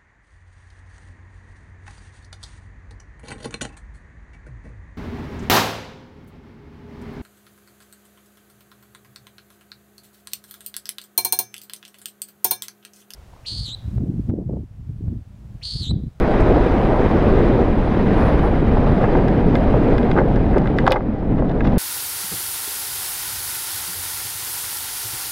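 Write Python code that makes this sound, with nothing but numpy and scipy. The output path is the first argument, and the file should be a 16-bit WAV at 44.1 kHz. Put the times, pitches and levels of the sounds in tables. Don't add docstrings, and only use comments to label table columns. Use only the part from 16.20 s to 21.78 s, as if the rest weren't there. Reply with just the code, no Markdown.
import sys
import numpy as np
from scipy import signal
from scipy.io import wavfile
from scipy.ndimage import uniform_filter1d

SR = 44100
rng = np.random.default_rng(int(sys.argv[2]) if len(sys.argv) > 2 else 0)


def master(y):
    cut = np.clip(np.atleast_2d(y).T, -1, 1)
    pcm = np.round(cut * 32767)
    wavfile.write(sys.argv[1], SR, pcm.astype(np.int16))


N = 246145


def wind():
    # (frequency [Hz], relative level [dB per Hz])
    buffet_spectrum = [(14, 0), (28, -1), (45, -0.5), (70, -7), (100, -7.5), (140, -16), (200, -36)]
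    roar_spectrum = [(70, -18.5), (110, 1), (150, 2), (210, 2.5), (290, -1.5), (370, -18), (500, -24)]
    rush_spectrum = [(230, -7), (350, -1), (480, -2.5), (640, -7.5), (820, -10), (1100, -29), (1800, -30.5)]
    hiss_spectrum = [(500, -3.5), (850, 5), (1150, 1.7), (1600, -2.5), (2200, -7.5), (2750, -13),
                     (3600, -18.5), (4900, -27), (5800, -33.5), (7200, -41), (10000, -40), (12000, -48),
                     (14000, -52)]
    # (time [s], level [dB])
    buffet_curve = [(0, -17), (0.25, -17), (0.55, -18.5), (1.3, -18), (1.72, -18), (2.1, -18.5),
                    (2.75, -17), (3.15, -19.5), (3.75, -19), (3.95, -20), (4.25, -19.5), (4.5, -19.5),
                    (4.75, -26), (5.15, -22.5), (5.58, -18.5)]
    # (time [s], level [dB])
    roar_curve = [(0, -22.5), (0.9, -20.0), (1.3, -20), (1.55, -22), (1.95, -16), (2.1, -20.0),
                  (3.3, -17.5), (3.8, -19), (4.65, -19), (4.75, -31.5), (4.88, -20.5), (5.0, -28),
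                  (5.1, -17), (5.35, -21.5), (5.58, -15)]
    # (time [s], level [dB])
    rush_curve = [(0, -19.5), (.4, -17), (.53, -20), (.75, -18), (1.0, -19.5), (1.44, -20), (1.52, -25),
                  (1.98, -19.5), (2.35, -22), (2.92, -20), (3.15, -20.5), (3.68, -21), (3.84, -21),
                  (4.0, -20.5), (4.25, -23.5), (4.7, -23.5), (4.83, -29), (4.999, -31), (5.13, -25.5),
                  (5.58, -23.5)]
    # (time [s], level [dB])
    hiss_curve = [(0.0, -29), (0.2, -27.5), (0.63, -29.5), (1.13, -28.5), (1.57, -32), (1.79, -31.5),
                  (2.05, -27.5), (2.33, -32), (2.56, -32), (2.87, -30.5), (3.16, -33.5), (3.7, -31),
                  (4.0, -35), (4.64, -37), (4.8, -44), (5.0, -42.5), (5.45, -40.5), (5.54, -36)]
    lump_db, lumps_per_s = 2, 8.3
    case_ring_db = -16

    eddies = drift(50)
    lumps = lambda: from_db(lump_db * drift(lumps_per_s))
    buffet = steady(turbulence(buffet_spectrum, flicker_db=-0.5), seconds=0.098) * lumps()

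    roar = turbulence(roar_spectrum, flicker_db=1.5) * from_db(0.31 * eddies)
    roar = steady(roar, seconds=0.21)

    rush = turbulence(rush_spectrum, flicker_db=1.5) * from_db(0.81 * eddies + 1.0 * roar)
    rush = steady(rush, seconds=0.16)

    ring = rms_one(steep_band(case(rng.standard_normal(N)), low_hz=1400, high_hz=5170))
    hiss = turbulence(hiss_spectrum, flicker_db=1.03) + from_db(case_ring_db) * ring
    hiss = rms_one(hiss * from_db(0.77 * eddies + 0.65 * roar))

    return (from_db(in_time(buffet_curve)) * buffet + from_db(in_time(roar_curve)) * roar
            + from_db(in_time(rush_curve)) * rush + from_db(in_time(hiss_curve)) * hiss)


def gusts():
    # (middle [s], Gaussian half length [s], peak level [dB],
    # lowest frequency [Hz], highest frequency [Hz])
    gust_rows = [(0.31, 0.014, -14, 262, 520), (0.735, 0.036, -24.5, 478, 895),
                 (1.24, 0.2, -18.5, 230, 446), (2.04, .016, -15.5, 50, 100),
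                 (2.07, 0.054, -27.5, 550, 1030), (2.145, .014, -19, 50, 110),
                 (2.25, 0.023, -24.5, 550, 1010), (2.705, 0.024, -15.5, 45.3, 110),
                 (2.842, 0.0089, -20, 397, 706), (2.973, 0.016, -17.5, 298, 600),
                 (3.278, 0.016, -14.5, 130, 230), (3.56, 0.014, -19, 300, 730),
                 (3.686, 0.06, -17, 240, 450), (3.98, .03, -19, 253, 527), (4.37, 0.013, -14.5, 280, 523)]
    out, t = np.zeros(N), np.arange(N) / SR
    for s, half_s, level_db, low_hz, high_hz in gust_rows:
        boom = steady(steep_band(rng.standard_normal(N), low_hz, high_hz), seconds=0.018)
        out += from_db(level_db) * swell(t - s, half_s) * boom
    return out


def clicks():
    # (time [s], level over the first 5 ms [dB], lowest frequency [Hz], highest frequency [Hz])
    contacts = [(.2064, -48, 5470, 8500), (2.569, -21.5, 600, 1500), (2.811, -20, 600, 1500),
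                (3.0824, -30, 1500, 7060), (3.3534, -24.5, 1450, 6200), (3.3640, -57, 7000, 13000),
                (3.5395, -15.5, 516, 990), (3.781, -26, 1500, 5500), (3.7908, -62, 7000, 12000),
                (3.8294, -35, 1500, 4040), (3.9139, -25, 1400, 4420), (3.9642, -23.5, 900, 1700),
                (3.975, -18, 800, 2100), (3.985, -21, 1450, 2400), (3.988, -17.5, 706, 1500),
                (3.9945, -27, 1400, 2400), (4.014, -16, 450, 950), (4.159, -42, 2430, 6500),
                (4.3705, -17.5, 446, 990), (4.3814, -35, 1900, 10000), (4.4567, -29.5, 1200, 2400),
                (4.4727, -29.5, 1300, 4000), (4.5855, -17.5, 1400, 5000), (4.588, -23, 1300, 2700),
                (4.6394, -18.5, 400, 900), (4.666, -18.5, 1300, 4700), (4.6732, -15, 710, 1400),
                (4.6762, -6, 725, 1670), (4.6777, -27, 1800, 9000), (4.696, -19, 400, 1500),
                (4.707, -33, 3600, 5400), (4.7098, -13.5, 430, 850), (4.712, -27, 1400, 2200),
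                (4.7195, -30.5, 4500, 14000), (4.7203, -19, 2200, 6000), (4.7245, -34, 3000, 4200),
                (4.7285, -28.5, 1930, 5000), (4.7395, -34, 1500, 4500), (4.758, -17, 455, 1500),
                (4.761, -25, 1350, 2300), (4.765, -20.5, 606, 2020), (4.776, -34, 700, 1900),
                (4.806, -31, 800, 2190), (5.2215, -20.5, 450, 1300), (5.406, -26, 1290, 3300),
                (5.4495, -29, 1300, 2600)]
    chatter_s, crack_s = 0.0035, 0.0012
    crack_db = -31.5
    out, t = np.zeros(N), np.arange(SR // 8) / SR
    for s, level_db, low_hz, high_hz in contacts:
        decays = np.exp(-t / [[chatter_s], [crack_s]])
        chatter, crack = rng.standard_normal((2, len(t))) * decays
        impact = (t == 0) + 0.078 * chatter
        ring = rms_one(steep_band(case(impact), low_hz, high_hz))
        direct = rms_one(steep_band(crack, low_hz, 2 * high_hz))
        sound = ring + from_db(crack_db) * direct
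        add(out, s, from_db(level_db) * sound / np.std(sound[t < .005]))
    return out


def scuffs():
    # (middle [s], Gaussian half length [s], rms level within it [dB],
    # lowest frequency [Hz], highest frequency [Hz])
    rubs = [(2.841, 0.01, -22, 493, 2490), (2.955, 0.006, -21.5, 650, 1900), (2.99, 0.0078, -33, 900, 1900),
            (3.986, 0.019, -27, 700, 2200), (4.169, 0.0096, -37, 1480, 2590),
            (4.349, .009, -33, 1090, 2110), (4.37, 0.0048, -28, 1100, 2000), (4.6, .007, -35, 1400, 2600),
            (4.664, 0.007, -25, 680, 1930), (4.728, 0.012, -24, 720, 1600), (4.757, .016, -23.5, 450, 1200),
            (5.186, .006, -34, 750, 3000), (5.295, 0.0025, -44, 2000, 3900),
            (5.316, 0.0044, -38, 1100, 3900), (5.414, .003, -32, 1000, 2600),
            (5.452, 0.007, -38.5, 1300, 4300), (5.474, 0.0054, -31.5, 950, 3880),
            (5.497, 0.0027, -52, 1800, 4800), (5.523, 0.0037, -44, 1500, 4500)]
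    slips_per_s, direct_db = 1400, -9
    out, t = np.zeros(N), np.arange(-SR // 8, SR // 8) / SR
    for s, half_s, level_db, low_hz, high_hz in rubs:
        slips = rng.standard_normal(len(t)) * (rng.random(len(t)) < slips_per_s / SR)
        rub = rms_one(case(slips)) + from_db(direct_db) * rms_one(slips)
        sound = steep_band(rub, low_hz, high_hz) * swell(t, half_s)
        add(out, s + t[0], from_db(level_db) * sound / np.std(sound[np.abs(t) <= half_s]))
    return out


def crackle(mount):
    crackle_db, spread_s = -19, 0.04
    snaps_per_s, snap_decay_s = 3500, 0.00037
    bright = steep_band(mount, low_hz=2300, high_hz=8000)
    strain = np.sqrt(np.abs(uniform_filter1d(bright ** 2, max(int(spread_s * SR), 1))))
    snaps = (rng.random(N) < snaps_per_s / SR) * rng.standard_normal(N)
    decay = np.exp(-1 / (snap_decay_s * SR))
    envelope = signal.lfilter([1], [1, -decay], np.abs(snaps) + 1e-18)
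    grains = envelope * rng.standard_normal(N)
    return from_db(crackle_db) * strain * rms_one(steep_band(grains, low_hz=1500, high_hz=5200))


def sizzle():
    # (middle [s], Gaussian half length [s], peak level [dB])
    swell_rows = [(2.05, 0.062, -62.5), (2.25, .025, -63)]
    t = np.arange(N) / SR
    gain = sum(from_db(level_db) * swell(t - s, half_s) for s, half_s, level_db in swell_rows)
    narrow = signal.butter(2, [9700, 11100], "band", fs=SR, output="sos")
    return gain * rms_one(signal.sosfilt(narrow, rng.standard_normal(N)))


def case(force):
    # (frequency before detuning [Hz], level before the touch varies it [dB],
    # time to decay by 60 dB [s])
    modes = [(528, 15.5, 0.074), (827, 16, 0.024), (1208, 14, 0.011), (1623, 9, 0.02), (2058, 1, 0.034),
             (2520, -2.5, 0.017), (2950, -8, 0.018), (3400, -4, 0.018), (3780, -1.5, 0.0071),
             (4980, -2.5, 0.0042), (6600, -16.5, 0.0075), (8300, -9, 0.0021), (9800, -15, 0.006),
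             (11500, -12, .004), (14000, -13, .003)]
    detune = 0.019
    touches = 2 * rng.random((len(modes), 2)) - 1
    out = np.zeros(len(force))
    for k, ((hz, level_db, t60), (place, flex)) in enumerate(zip(modes, touches)):
        r = np.exp(-np.log(1000) / (t60 * SR))
        w = 2 * np.pi * hz * (1 + detune * flex) / SR
        ring = signal.lfilter([0, np.sin(w)], [1, -2 * r * np.cos(w), r * r], force + 1e-18)
        out += (-1) ** k * from_db(level_db + 2 * place) * ring
    return out


def turbulence(spectrum, flicker_db):
    hz, level_db = np.transpose(spectrum)
    edges = 12.5 * 2 ** (np.arange(32) / 3)
    white, out = rng.standard_normal((2, N + SR)), np.zeros(N)
    for k, (low, high) in enumerate(zip(edges, edges[1:])):
        if high > hz[0] and low < hz[-1]:
            band = signal.butter(3, [low, high], "band", fs=SR, output="sos")
            noise = signal.sosfilt(band, white[k % 2])[SR:]
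            band_db = np.interp(np.log(low * high) / 2, np.log(hz), level_db)
            out += noise * from_db(band_db + flicker_db * drift(14.4))
    return rms_one(out)


def drift(rate):
    r = np.exp(-40 * np.pi * rate / SR)
    white = rng.standard_normal(N // 20 + 2002)
    slow = signal.lfilter([1], [1, -2 * r, r * r], white)[2000:]
    return np.interp(np.arange(N) / 20, np.arange(len(slow)), rms_one(slow))


def steady(x, seconds):
    return x / np.sqrt(uniform_filter1d(x ** 2, max(int(seconds * SR), 1)) + 1e-9)


def steep_band(x, low_hz, high_hz):
    for hz, kind in ((low_hz, "high"), (high_hz, "low")):
        x = signal.sosfilt(signal.butter(5, min(hz, .45 * SR), kind, fs=SR, output="sos"), x)
    return x


def swell(t, half_s):
    return np.exp(-(t / half_s) ** 2 / 2)


def from_db(db):
    return 10 ** (np.asarray(db) / 20)


def rms_one(x):
    return x / np.sqrt(np.mean(x ** 2) + 1e-20)


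def in_time(rows):
    s, level_db = np.transpose(rows)
    return np.interp(np.arange(N) / SR, s, level_db)


def add(track, s, sound):
    start = max(int(s * SR), 0)
    track[start:start + len(sound)] += sound[:max(N - start, 0)]


def scene():
    air = wind() + gusts() + sizzle()
    mount = clicks() + scuffs()
    return (air + mount + crackle(mount))[None]


def record(dry):
    rounded = dry / (1 + dry ** 6) ** (1 / 6)
    low_pass = signal.cheby2(16, 70, 16000, fs=SR, output="sos")
    return signal.sosfilt(low_pass, rounded)


dry = scene()
out = record(dry)
master(out)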